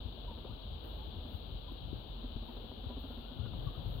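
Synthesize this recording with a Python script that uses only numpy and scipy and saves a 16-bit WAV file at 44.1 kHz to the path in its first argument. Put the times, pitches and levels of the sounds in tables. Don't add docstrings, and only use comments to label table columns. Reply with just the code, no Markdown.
import sys
import numpy as np
from scipy import signal
from scipy.fft import rfft, irfft
from scipy.io import wavfile

SR = 44100
rng = np.random.default_rng(int(sys.argv[2]) if len(sys.argv) > 2 else 0)


def inscribe(sig):
    pcm = np.round(np.clip(np.atleast_2d(sig).T, -1, 1) * 32767)
    wavfile.write(sys.argv[1], SR, pcm.astype(np.int16))


N = 176400
TIME = np.arange(N) / SR

# f/Hz, relative level/dB
RUMBLE_COLOUR = [(15,-27),(30,-18),(45,13),(56,2),(70,2),(95,-4.5),(130,-13),(180,-16.5),(250,-16.5),(400,-75.5)]
# t/s, level/dB
RUMBLE_SWELLS = [(0,-42),(.1,-43),(.18,-51),(.29,-42),(.4,-47),(.53,-41),(.6,-53),(.66,-42),(.75,-42),(.82,-49),(.95,-44),(1.35,-43),(1.45,-51),(1.53,-45),(1.66,-50),(1.8,-44),(2.1,-47),(2.4,-46),(2.82,-51),(2.97,-43),(3.28,-51),(3.45,-46),(4,-45)]
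# f/Hz, relative level/dB
AIR_COLOUR = [(100,-6),(185,-5),(250,1),(320,-0.5),(500,-10),(1000,-22.5),(2000,-70)]
# f/Hz, relative left level/dB, relative right level/dB
HISS_COLOUR = [(20.2,-86.5,-95),(92,-73.5,-87),(182,-83.5,-82.5),(315,-86.5,-94.5),(502,-82.5,-94.5),(810,-86,-95),(1166,-92,-101),(1620,-99,-106),(1945,-109.5,-110),(2603,-96.5,-106),(2943,-86.5,-103),(3275,-83.5,-102),(3885,-84.5,-103),(4580,-96,-108),(5030,-119,-118),(6060,-133,-126),(8750,-134,-135),(10240,-126,-129),(11600,-116,-121),(15400,-113,-113.5)]
# t/s, left peak level/dB, f/Hz, half length/s
MIC_BUMPS = [(.06,-28.5,73,0.011),(1.085,-37.5,82,0.022),(1.182,-36.5,92,0.015),(1.351,-28.5,74,0.0084),(1.722,-35,280,0.0042),(1.932,-28,263,0.0021),(1.935,-32.5,82,0.011),(2.362,-28,80,0.005),(2.87,-27.5,81,0.0057),(3.405,-30,94,0.015),(3.672,-25,113,0.0064),(3.879,-30,102,0.018)]
# t/s, voice level/dB, rasp level/dB
PURR_GRUNTS = [(0.065,-47,-61),(0.126,-59,-61.5),(0.182,-51.5,-54),(.248,-60,-58),(0.316,-51.5,-53),(0.383,-47.5,-50.5),(0.452,-49,-53.5),
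               (1.134,-50.5,-56.5),(1.204,-67,-59),(1.257,-47,-55),(1.321,-49,-59),(2.197,-49.5,-57),(2.246,-42.5,-54.5),(2.307,-46.5,-56),(2.368,-41,-57.5),(2.428,-43.5,-56.5),(2.497,-43,-49.5),
               (2.571,-50,-51.5),(2.647,-47,-55),(2.719,-52,-52.5),(2.778,-45,-56),(2.843,-44,-56.5),(2.905,-40.5,-49),(2.974,-42,-52.5),(3.044,-41,-53),(3.11,-44,-50),(3.18,-43,-50.5),
               (3.253,-52,-59.5),(3.322,-44.5,-53),(3.391,-46,-56),(3.46,-46.5,-50),(3.539,-49.5,-53.5),(3.618,-57,-52.5)]
# f/Hz, relative level/dB
THROAT_COLOUR = [(200,-45),(330,5),(480,6),(650,-2.5),(800,-13),(980,-4.5),(1300,-16.5),(1700,-19),(3000,-70)]
# t/s, length/s, start f/Hz, end f/Hz, level/dB
SQUEAK_GLIDES = [(0.281,0.021,1007,886,-51),(0.294,0.041,1000,876,-56),(.442,0.0278,319.2,684,-50),(0.463,0.042,843,1000,-60),(.495,.035,1120,1454,-64.5),(0.928,0.019,727,580,-51.5),(.99,0.039,835,878,-56.5),
                 (1.682,0.017,947,1054,-57),(2.485,0.012,958,860,-51),(2.602,0.019,410,520,-47.5),(2.79,0.022,650,820,-56),(2.89,0.05,975,984,-61),(3.668,0.022,1173,1134,-50.5),(3.743,0.028,1177,1290,-60.5)]
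# t/s, length/s, left level/dB
FINGER_RUBS = [(.47,0.089,-46.5),(0.697,0.051,-46.5),(1.43,0.17,-45),(1.817,0.18,-43),(3.366,.24,-39.5),(3.6,0.12,-41),(3.771,.27,-39)]
# f/Hz, relative level/dB
FINGER_COLOUR = [(30,-58),(60,2.5),(85,-5),(110,4),(150,-5.5),(250,-18),(500,-25.5),(1000,-40),(2000,-86.5)]
# peak t/s, attack/s, decay/s, rustle level/dB, scuff level/dB
PAW_STEPS = [(.855,0.029,0.087,-67,-56.5),(1.0,.09,0.3,-78,-62),(1.345,0.075,0.07,-69,-65),(1.52,0.058,.06,-78,-70),(1.723,0.0062,.008,-69,-60),(1.96,0.033,0.11,-77,-62),
             (2.2,0.061,0.044,-95,-63.5),(2.52,0.11,.2,-75,-62),(2.9,0.068,0.071,-80,-61),(3.01,.02,0.036,-67,-72),(3.11,0.05,0.18,-71.5,-65),(3.63,0.094,0.48,-73.5,-57.5),(3.9,0.031,0.051,-68,-60.5),(3.98,.05,.15,-68,-60)]
# f/Hz, relative level/dB
RUSTLE_COLOUR = [(3000,-19),(5500,-27),(9000,-23),(10500,-12),(12000,0),(14000,8.5),(16000,0.5)]
# f/Hz, relative level/dB
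PAW_SCUFF_COLOUR = [(100,-20),(250,-2),(500,0),(950,-8),(1400,-14),(2000,-23.5),(4000,-78)]
# t/s, f/Hz, level/dB
WHIMPER_CONTOUR = [(2.98,1300,-85),(3.08,1400,-73),(3.17,1400,-74),(3.25,1390,-72),(3.32,1520,-70),(3.41,1380,-69),(3.47,1470,-67),(3.56,1350,-85)]


def from_db(db):
    return 10 ** (np.asarray(db) / 20)


def unit_rms(x):
    return x / np.sqrt(np.mean(x ** 2) + 1e-20)


def pan(db):
    return from_db([[db], [-db]])


def noise(colour, channels=1):
    hz, db = np.transpose(colour)
    bins = np.maximum(np.arange(N // 2 + 1) * SR / N, 1)
    shape = from_db(np.interp(np.log(bins), np.log(hz), db))
    return unit_rms(irfft(rfft(rng.standard_normal((channels, N))) * shape, N))


def drift(hz):
    bins = np.arange(N // 2 + 1) * SR / N
    return unit_rms(irfft(rfft(rng.standard_normal(N)) / (1 + (bins / hz) ** 2), N))


def swell(peak_s, attack_s, decay_s):
    t = TIME - peak_s
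    return np.exp(-(np.minimum(t, 0) / attack_s) ** 2 - np.maximum(t, 0) / decay_s)


def gate(start_s, length_s, edge_s):
    t = TIME - start_s
    return (np.tanh(2 * t / edge_s) - np.tanh(2 * (t - length_s) / edge_s)) / 2


def phase_of(hz):
    return 2 * np.pi * np.cumsum(hz) / SR


def room_tone(air_db=-59.5, left_hiss_db=-49, right_hiss_db=-59):
    hiss_colour = np.array(HISS_COLOUR)
    left_hiss = from_db(left_hiss_db) * noise(hiss_colour[:, [0, 1]])
    right_hiss = from_db(right_hiss_db) * noise(hiss_colour[:, [0, 2]])
    rumble = from_db(np.interp(TIME, *np.transpose(RUMBLE_SWELLS))) * noise(RUMBLE_COLOUR)
    air = from_db(air_db) * noise(AIR_COLOUR)
    return rumble + air + np.vstack([left_hiss, right_hiss])


def mic_bumps():
    bumps = np.zeros(N)
    for at, db, hz, half_length in MIC_BUMPS:
        t = TIME - at
        bumps -= from_db(db) * np.exp(-(t / half_length) ** 2) * np.cos(2 * np.pi * hz * t)
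    return bumps


def purr(pitch_hz=238.2, pitch_spread=0.054, sag_hz_per_s=150, rough_db=2):
    voice, breath = np.zeros(N), np.zeros(N)
    for at, voice_db, rasp_db in PURR_GRUNTS:
        t = TIME - at
        detune, phase_offset = rng.standard_normal(2)
        hz = pitch_hz * (1 + pitch_spread * detune)
        phase = 2 * np.pi * (hz * t - sag_hz_per_s * t * t / 2 + phase_offset)
        voice += from_db(voice_db) * swell(at, attack_s=.0075, decay_s=.015) * np.sin(phase)
        puff = swell(at - .002, attack_s=.005, decay_s=.01)
        breath += from_db(rasp_db) * puff * (1 + np.cos(phase))
    roughness = from_db(rough_db * drift(hz=150))
    rasp = breath * noise(THROAT_COLOUR)
    return (voice * roughness + rasp) * pan(db=0.2)


def hutch(sound, t60_s=0.072, wet_db=-7):
    t = TIME[:SR // 2]
    tail = rng.standard_normal((2, len(t))) * from_db(-60 * t / t60_s)
    tail /= np.sqrt(np.sum(tail ** 2, axis=1, keepdims=True))
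    return sound + from_db(wet_db) * signal.fftconvolve(sound, tail, axes=1)[:, :N]


def squeaks(waver):
    calls = np.zeros(N)
    for at, length, start_hz, end_hz, db in SQUEAK_GLIDES:
        hz = np.interp(TIME, [at, at + length], [start_hz, end_hz]) * waver
        calls += from_db(db) * gate(at, length, edge_s=length / 2) * np.sin(phase_of(hz))
    return calls


def finger_rubs():
    envelope = sum(from_db(db) * gate(at, length, edge_s=0.013) for at, length, db in FINGER_RUBS)
    return envelope * noise(FINGER_COLOUR)


def shavings(grain_db=1.2):
    rustle_power, scuff_power = np.zeros(N), np.zeros(N)
    for at, attack, decay, rustle_db, scuff_db in PAW_STEPS:
        step = swell(at, attack, decay)
        rustle_power += (from_db(rustle_db) * step) ** 2
        scuff_power += (from_db(scuff_db) * step) ** 2
    grain = from_db(grain_db * drift(hz=120))
    mid, side = noise(PAW_SCUFF_COLOUR, channels=2)
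    scuff = np.sqrt(scuff_power) * np.vstack([mid + side, mid - side]) * pan(db=0.4)
    rustle = np.sqrt(rustle_power) * noise(RUSTLE_COLOUR, channels=2) * pan(db=3)
    return grain * (rustle + scuff)


def whimper(waver, octave_db=-4, flutter_db=4):
    times, hz, db = np.transpose(WHIMPER_CONTOUR)
    phase = phase_of(np.interp(TIME, times, hz) * waver)
    tone = np.sin(phase) + from_db(octave_db) * np.sin(2 * phase)
    level = from_db(np.interp(TIME, times, db) + flutter_db * drift(hz=25))
    return level * gate(times[0], times[-1] - times[0], edge_s=.02) * tone


def scene(waver_depth=0.0241, handling_right_db=-16):
    grunts = purr()
    waver = 1 + waver_depth * drift(hz=71)
    calls = (squeaks(waver) + whimper(waver)) * pan(db=1.5)
    animal = hutch(grunts + calls) + shavings()
    handling = (mic_bumps() + finger_rubs()) * from_db([[0], [handling_right_db]])
    return animal + handling + room_tone()


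def record(dry, fade_s=.003, cutoff_hz=15900):
    faded = dry * gate(fade_s, N / SR - 2 * fade_s, edge_s=fade_s)
    lowpass = signal.ellip(12, .1, 70, cutoff_hz, fs=SR, output="sos")
    return signal.sosfilt(lowpass, faded)


dry = scene()
out = record(dry)
inscribe(out)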